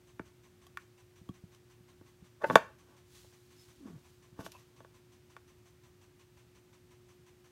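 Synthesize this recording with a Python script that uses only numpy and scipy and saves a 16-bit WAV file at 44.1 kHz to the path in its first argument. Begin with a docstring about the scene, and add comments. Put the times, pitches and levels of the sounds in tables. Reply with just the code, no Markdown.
"""A hard plastic case is shifted on a bed and prised at the seam until its lid snaps free and folds back.
Each knock rings the shell, rocks the case on the mattress and ticks at the edge. The catch creaks
just before it gives, and the hinge scrapes and ticks. Fingers tap, rub and judder on the plastic.
Behind it, in the small room, a fan hums and swishes once a turn."""
import sys
import numpy as np
from scipy import signal
from scipy.fft import rfft, irfft, next_fast_len
from scipy.io import wavfile

SR = 44100
rng = np.random.default_rng(int(sys.argv[2]) if len(sys.argv) > 2 else 0)


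def inscribe(sig):
    """Save sig as 16-bit PCM at rate SR to the path in sys.argv[1].

    A 1-D sig is mono; a 2-D sig holds one channel per row.
    Samples are clipped to [-1, 1] before scaling.
    """
    pcm = np.round(np.clip(np.atleast_2d(sig).T, -1, 1) * 32767)
    wavfile.write(sys.argv[1], SR, pcm.astype(np.int16))


N = 331279

# A mode is one tone that a struck thing rings with; its ring time is how long it takes to fade by 60 dB.
# the tones of the plastic shell: pitch_hz, level_db, ring_s
SHELL_MODES = [(424.6, -4, 0.033), (527, 2.5, 0.015), (650, -4, 0.047), (866.4, -1.5, 0.025),
               (1114.5, -0.5, 0.027), (1490, -1.5, 0.02), (1780, -3, 0.014), (2300, -13, .02),
               (2710, -13, .018), (3540, -9, .023), (4660, -27.5, 0.022), (5970, -23, 0.024),
               (6760, -24.5, .012)]
# the low tones of the whole case rocking on the mattress: pitch_hz, level_db, ring_s
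ROCKING_MODES = [(105.84, -6, 0.023), (179, -2.5, .04), (296, 2.5, 0.026), (432, -1, 0.037)]
# how strong an edge tick is from low to high: pitch_hz, level_db
TICK_COLOUR = [(1500, -15.5), (3000, 0.5), (4100, -4), (5900, -3), (8000, -8.5), (10300, -10.5),
               (11700, -7.5), (15500, -17.5)]
TOUCH_SPREAD_DB = 1.5   # how much each tone varies from touch to touch
FLESH_LAG = 6.2   # the flesh of a finger presses this many times longer than its first touch


def from_db(db):
    """Turn decibels into a number to multiply by."""
    return 10 ** (np.asarray(db) / 20)


def rms_one(x):
    """Scale a sound so its average strength (rms) is 1."""
    return x / np.sqrt(np.mean(x ** 2) + 1e-20)


def peak_one(x):
    """Scale a sound so its highest peak is 1."""
    return x / (np.abs(x).max() + 1e-20)


def seconds(length=None):
    """The time of each sample in the scene, or in a shorter sound."""
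    return np.arange(N if length is None else int(length * SR)) / SR


def add(out, start_s, sound):
    """Mix a sound in at a given time."""
    start = int(round(start_s * SR))
    out[start:start + len(sound)] += sound[:N - start]


def high_pass(x, hz, order):
    """Turn down what lies below hz."""
    return signal.sosfilt(signal.butter(order, hz, "high", fs=SR, output="sos"), x)


def coloured(x, colour):
    """Shape a noise to follow (pitch_hz, level_db) points, at average strength 1."""
    hz, db = np.transpose(colour)
    size = next_fast_len(len(x))
    bins_hz = np.maximum(np.fft.rfftfreq(size, 1 / SR), 1)
    gain = from_db(np.interp(np.log(bins_hz), np.log(hz), db))
    return rms_one(irfft(rfft(x, size) * gain, size)[:len(x)])


def drift(per_s):
    """A random wander of about 1 either way, with per_s new values a second."""
    points = rng.standard_normal(N // 20)
    return np.interp(seconds() * per_s, np.arange(len(points)), points)


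def grains(per_s, spread_db):
    """Tiny slips of uneven size at random moments."""
    slipping = rng.random(N) < per_s / SR
    return slipping * rng.standard_normal(N) * from_db(spread_db * rng.standard_normal(N))


def swell(peak_s, rise_s, fall_s, depth_db=20):
    """One hand movement grows by depth_db in the rise time and fades as much in the fall time."""
    t = seconds() - peak_s
    from_peak = np.maximum(-t / rise_s, t / fall_s)
    return from_db(-depth_db * np.minimum(from_peak, 10))


def struck(modes, spread_db=0, contact_ms=0):
    """A thing rings after one blow; the longer the contact, the weaker its high tones."""
    t = seconds(.12)
    hz, db, ring_s = np.transpose(modes)[:, :, None]
    softness = np.exp(-(hz * contact_ms / 1000) ** 2)
    direction = (-1) ** np.arange(len(hz))[:, None]   # neighbouring modes swing opposite ways
    strength = softness * from_db(db + spread_db * rng.standard_normal(db.shape)) * direction
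    tones = strength * from_db(-60 * t / ring_s) * np.sin(2 * np.pi * hz * t)
    return peak_one(tones.sum(axis=0))


def tick(ring_s=0.025):
    """A hard edge has so many high, short tones that they blur into a burst of noise."""
    t = seconds(.12)
    return peak_one(coloured(rng.standard_normal(len(t)), TICK_COLOUR) * from_db(-60 * t / ring_s))


def fan(air_db=-64, swish_db=-67.5, swish_depth_db=13.5, waver_db=1.0):
    """The motor hums, air rushes steadily, and each turn brings a swish and a faint chirp."""
    # the motor's tones: pitch_hz, level_db
    hum_tones = [(119.5, -76), (240, -83), (360.2, -67.5)]
    # how far the fan has turned: time_s, turns_made
    turn_counts = [(-.111, 0), (2.962, 17), (4.76, 27), (7.618, 43)]
    # the colour of the swish: pitch_hz, level_db
    swish_colour = [(400, -4), (1100, 2.5), (1400, -1.5), (2200, 0.5), (3500, -2.5), (5300, -9.5),
                    (6000, -0.5), (6700, -7.5), (8400, -8.5), (10000, -14.5), (15000, -19.5)]
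    # the chirp's tones: pitch_hz, level_db
    chirp_tones = [(1040, -78), (6050, -83.5)]
    # the colour of the rushing air: pitch_hz, level_db
    air_colour = [(25, -36), (45, -8.5), (70, -5.5), (113, -2), (150, -9), (220, -14), (330, -16),
                  (450, -22.5), (730, -26), (1640, -27.5), (6000, -34), (9500, -36), (10500, -41),
                  (11700, -37), (15800, -40.5)]
    t = seconds()
    hum = sum(from_db(db + waver_db * drift(2)) * rms_one(np.sin(2 * np.pi * (hz * t + rng.random())))
              for hz, db in hum_tones)
    turn = np.interp(t, *np.transpose(turn_counts)) % 1
    rise_turns, hold_turns, fall_turns = 0.027, 0.14, 0.25
    faded = np.interp(turn, np.cumsum([0, rise_turns, hold_turns, fall_turns]), [1, 0, 0, 1])
    swish = from_db(swish_db - swish_depth_db * faded) * coloured(rng.standard_normal(N), swish_colour)
    bend = 1 + .04 * drift(6) + .025 * drift(900)   # the chirp's pitch wanders slowly and shakes fast
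    bent_time = np.cumsum(bend) / SR
    chirp = sum(from_db(db + waver_db * drift(12)) * rms_one(np.sin(2 * np.pi * hz * bent_time))
                for hz, db in chirp_tones)
    air = from_db(air_db) * coloured(rng.standard_normal(N), air_colour)
    return hum + swish + (1 - faded) ** 2 * chirp + air


def room(x, first_echo_s=0.0041, early_ring_s=0.1, ping_hz=3490):
    """Sound bounces quickly off nearby things, then leaves a faint tail that dies band by band."""
    # the room's echoes from low to high: pitch_hz, early_db, late_db, late_ring_s
    echo_bands = [(150, -15, -26, .3), (500, -14.5, -25, 0.34), (1200, -14, -20.5, 0.31),
                  (3000, -15, -15.5, .33), (6994, -15.5, -18.5, .27), (13953, -16.5, -22.5, .2)]
    t, echo = seconds(.5), 0
    hz, *columns = np.transpose(echo_bands)
    edges_hz = np.geomspace(70, 17000, 9)
    for low, high in zip(edges_hz, edges_hz[1:]):
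        middle = np.log(low * high) / 2
        early_db, late_db, late_ring_s = [np.interp(middle, np.log(hz), c) for c in columns]
        band = signal.butter(2, [low, high], "band", fs=SR, output="sos")
        band_share = np.sqrt((high - low) / (SR / 2) / len(t))
        for db, ring_s in ((early_db, early_ring_s), (late_db, late_ring_s)):
            tail = signal.sosfilt(band, rng.standard_normal(len(t)) * from_db(-60 * t / ring_s))
            echo = echo + from_db(db) * band_share * rms_one(tail)
    # the shell's high ping is heard only close by, so it is cut from the echo
    echo = signal.lfilter(*signal.iirnotch(ping_hz, 9, fs=SR), echo)
    out = np.zeros(N)
    add(out, first_echo_s, signal.fftconvolve(x, echo)[:N])
    return out


def palm():
    """Dry skin gives a fine, bright hiss with each stroke."""
    # strokes of the palm over the lid: peak_s, rise_s, fall_s, level_db
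    strokes = [(3.16, .11, 0.28, -61), (3.62, 0.25, 0.4, -66), (4.1, .3, 0.28, -74)]
    # the colour of brushing skin: pitch_hz, level_db
    brush_colour = [(700, -15), (1500, -4), (2400, -3), (3300, 1), (4300, 2), (5300, -0.5), (6500, 0),
                    (8000, -2.5), (10500, -5), (15000, -9.5)]
    pressure = sum(from_db(db) * swell(peak_s, rise_s, fall_s) for peak_s, rise_s, fall_s, db in strokes)
    return pressure * coloured(grains(9000, spread_db=1.5), brush_colour)


def squeaks(ring_s=0.029):
    """Rubbing keeps one tone ringing for a moment, giving a rough whistle."""
    # brief squeaks of skin and hinge: peak_s, width_s, pitch_hz, level_db
    whistles = [(3.603, 0.021, 5200, -68), (4.555, 0.0094, 993, -54.5), (4.556, 0.0114, 2630, -62)]
    out = np.zeros(N)
    for peak_s, width_s, hz, db in whistles:
        whistle = rms_one(signal.fftconvolve(rng.standard_normal(N), struck([(hz, 0, ring_s)]))[:N])
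        out += from_db(db) * whistle * np.exp(-.5 * ((seconds() - peak_s) / width_s) ** 2)
    return out


def judder(start_s=3.79, level_db=-54, flutter_db=6.0, start_hz=317.8, sag_octaves_per_s=6.7):
    """A fingertip sticks and slips ever more slowly as the lid tips over."""
    t = seconds() - start_s
    rise_s, hold_s, fall_s = 0.03, 0.143, 0.015
    corners_s = np.cumsum([0, rise_s, hold_s, fall_s])
    slips_per_s = start_hz * 2 ** (-sag_octaves_per_s * np.clip(t, 0, corners_s[-1]))
    phase = 2 * np.pi * np.cumsum(slips_per_s * (1 + .08 * drift(200))) / SR
    loudness = np.interp(t, corners_s, [0, 1, 1, 0]) * from_db(level_db + flutter_db * drift(120))
    return loudness * rms_one(np.sin(phase))


def sliding():
    """Plastic rubs on plastic: tiny slips grind through the shell, shake the case and hiss at the edge."""
    # rubs at the seam, then at the hinge: peak_s, rise_s, fall_s, grind_db, hiss_db, rumble_db
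    rubs = [(2.423, 0.012, .035, -42, -63.5, -70), (2.468, .025, 0.17, -56, -59, -48.5),
            (2.53, 0.043, 0.052, -46.5, -56.5, -38.5), (2.91, .1, .12, -64, -73.5, -67),
            (3.875, 0.062, 0.15, -60.5, -75.5, -54), (4.407, 0.033, 0.034, -49, -59, -47.5),
            (4.456, .025, 0.034, -58.5, -52, -51.5), (4.55, 0.11, 0.18, -76.5, -65.5, -79),
            (4.8, 0.075, .4, -74, -82, -76)]
    slips = grains(3000, spread_db=2)
    grind = rms_one(signal.fftconvolve(slips, struck(SHELL_MODES, contact_ms=.34))[:N])
    rumble = rms_one(signal.fftconvolve(slips, struck(ROCKING_MODES, contact_ms=2.4))[:N])
    hiss = coloured(grains(9000, spread_db=2.5), TICK_COLOUR)
    out = np.zeros(N)
    for peak_s, rise_s, fall_s, grind_db, hiss_db, rumble_db in rubs:
        rub = from_db(grind_db) * grind + from_db(hiss_db) * hiss + from_db(rumble_db) * rumble
        out += swell(peak_s, rise_s, fall_s) * rub
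    return out


def finger_pads(contact_ms=0.94, ring_below_thud_db=24):
    """Flesh lands softly: it rocks the case and barely rings the shell."""
    # fingers landing on the case: start_s, level_db
    landings = [(1.212, -44.5), (1.436, -40), (1.803, -50.5), (2.222, -43.5), (4.325, -47), (7.194, -53)]
    out = np.zeros(N)
    for start_s, db in landings:
        thud = struck(ROCKING_MODES, TOUCH_SPREAD_DB, contact_ms * FLESH_LAG)
        ring = from_db(-ring_below_thud_db) * struck(SHELL_MODES, TOUCH_SPREAD_DB, contact_ms)
        add(out, start_s, from_db(db) * (thud + ring))
    return out


def rim_pings():
    """The lid's stiff rim gives a thin ping as it shifts against the base."""
    # shifts under the fingers: start_s, ring_db, tick_db
    shifts = [(.667, -50.5, -53), (1.29, -43.5, -53.5)]
    # the tones of the rim: pitch_hz, level_db, ring_s
    rim_modes = [(723, -5, 0.046), (1130, 2.5, 0.037), (3260, -0.5, 0.021)]
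    out = np.zeros(N)
    for start_s, ring_db, tick_db in shifts:
        ring = from_db(ring_db) * struck(rim_modes, TOUCH_SPREAD_DB)
        add(out, start_s, ring + from_db(tick_db) * tick())
    return out


def nail_clicks(bass_cut_hz=660):
    """A light, hard tap ticks and rings only the lid panel, which is too small to give off bass."""
    # nails and hard edges on the lid: start_s, ring_db, tick_db, contact_ms
    taps = [(0.1947, -31.5, -58, 0.3), (0.7719, -27, -42, 0.056), (5.3652, -41.5, -57, 0.13)]
    # the tones of the flat lid panel: pitch_hz, level_db, ring_s
    panel_modes = [(805, -4, 0.005), (1134, 3.5, 0.019), (1434, -0.5, 0.022), (1797, -1, 0.017),
                   (2330, -3, .012), (2700, -7, 0.013), (3480, -11, 0.017)]
    out = np.zeros(N)
    for start_s, ring_db, tick_db, contact_ms in taps:
        panel = struck(panel_modes, TOUCH_SPREAD_DB, contact_ms)
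        ring = peak_one(high_pass(panel, bass_cut_hz, order=4))
        add(out, start_s, from_db(ring_db) * ring + from_db(tick_db) * tick())
    return out


def catch_creak():
    """The catch sticks and slips just before it gives, and each slip rings the shut case."""
    # a quick run of slips: start_s, level_db
    slips = [(2.4355, -29), (2.4402, -20.5), (2.4436, -15.5), (2.4490, -22.5), (2.4545, -31)]
    # the tones of the shut case, with air trapped inside: pitch_hz, level_db, ring_s
    shut_modes = [(440.6, 2, .05), (620, 0, 0.03), (775, -5.5, .025), (895, -5, .04), (1200, -12.5, .03),
                  (1556, -1, .03), (2060, -10, .015), (2570, -12.5, 0.013)]
    out = np.zeros(N)
    for start_s, db in slips:
        add(out, start_s, from_db(db) * struck(shut_modes, TOUCH_SPREAD_DB, contact_ms=.2))
    return out


def blows(rows, spread_db):
    """Each blow rings the shell, rocks the case and ticks where it lands."""
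    out = np.zeros(N)
    for start_s, ring_db, thud_db, tick_db, contact_ms in rows:
        ring = from_db(ring_db) * struck(SHELL_MODES, spread_db, contact_ms)
        thud = from_db(thud_db) * struck(ROCKING_MODES, spread_db, contact_ms * FLESH_LAG)
        add(out, start_s, ring + thud + from_db(tick_db) * tick())
    return out


def knocks():
    """Handling knocks the case and jolts its catch and hinge."""
    # hard contacts: start_s, ring_db, thud_db, tick_db, contact_ms
    contacts = [(.1962, -36.5, -31, -68, 0.28), (1.292, -65, -30.5, -70, 0.79),
                (1.5475, -65, -69, -53.5, .3), (2.012, -55.5, -48.5, -75, 0.44),
                (2.4992, -18, -24, -46, 0.27), (2.5072, -19.5, -27.5, -59, .34),
                (3.245, -55, -60, -74.5, .9), (4.3905, -39, -32.5, -56.5, .7), (4.463, -34, -43.5, -42, .1),
                (4.5187, -60, -68.5, -43, 0.055), (4.527, -61.5, -70, -55, 0.053),
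                (4.804, -46, -52, -65.5, 0.3), (4.847, -46.5, -59, -67.5, 0.23),
                (5.3654, -45.5, -63, -54, .1)]
    return blows(contacts, TOUCH_SPREAD_DB)


def lid_snap():
    """The lid jumps off its catch: two blows so close that they make one crack."""
    # the two blows: start_s, ring_db, thud_db, tick_db, contact_ms
    snap_blows = [(2.5554, -22, -38, -18.5, 0.073), (2.5559, 1, -17, -24.5, .15)]
    return blows(snap_blows, spread_db=0)


def scene():
    """The case close by, its echo in the room, and the fan behind."""
    hits = knocks() + lid_snap() + finger_pads() + nail_clicks() + rim_pings()
    case = hits + catch_creak() + sliding() + palm() + judder() + squeaks()
    return (case + room(case) + fan())[None]


def record(dry, ceiling=.92, top_hz=15800):
    """The microphone drops the deep bass, the highest peaks are rounded, and the top is cut steeply."""
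    thinned = high_pass(dry, 58, order=2)
    rounded = thinned / (1 + (thinned / ceiling) ** 6) ** (1 / 6)
    return signal.sosfilt(signal.ellip(12, .1, 80, top_hz, fs=SR, output="sos"), rounded)


dry = scene()
out = record(dry)
inscribe(out)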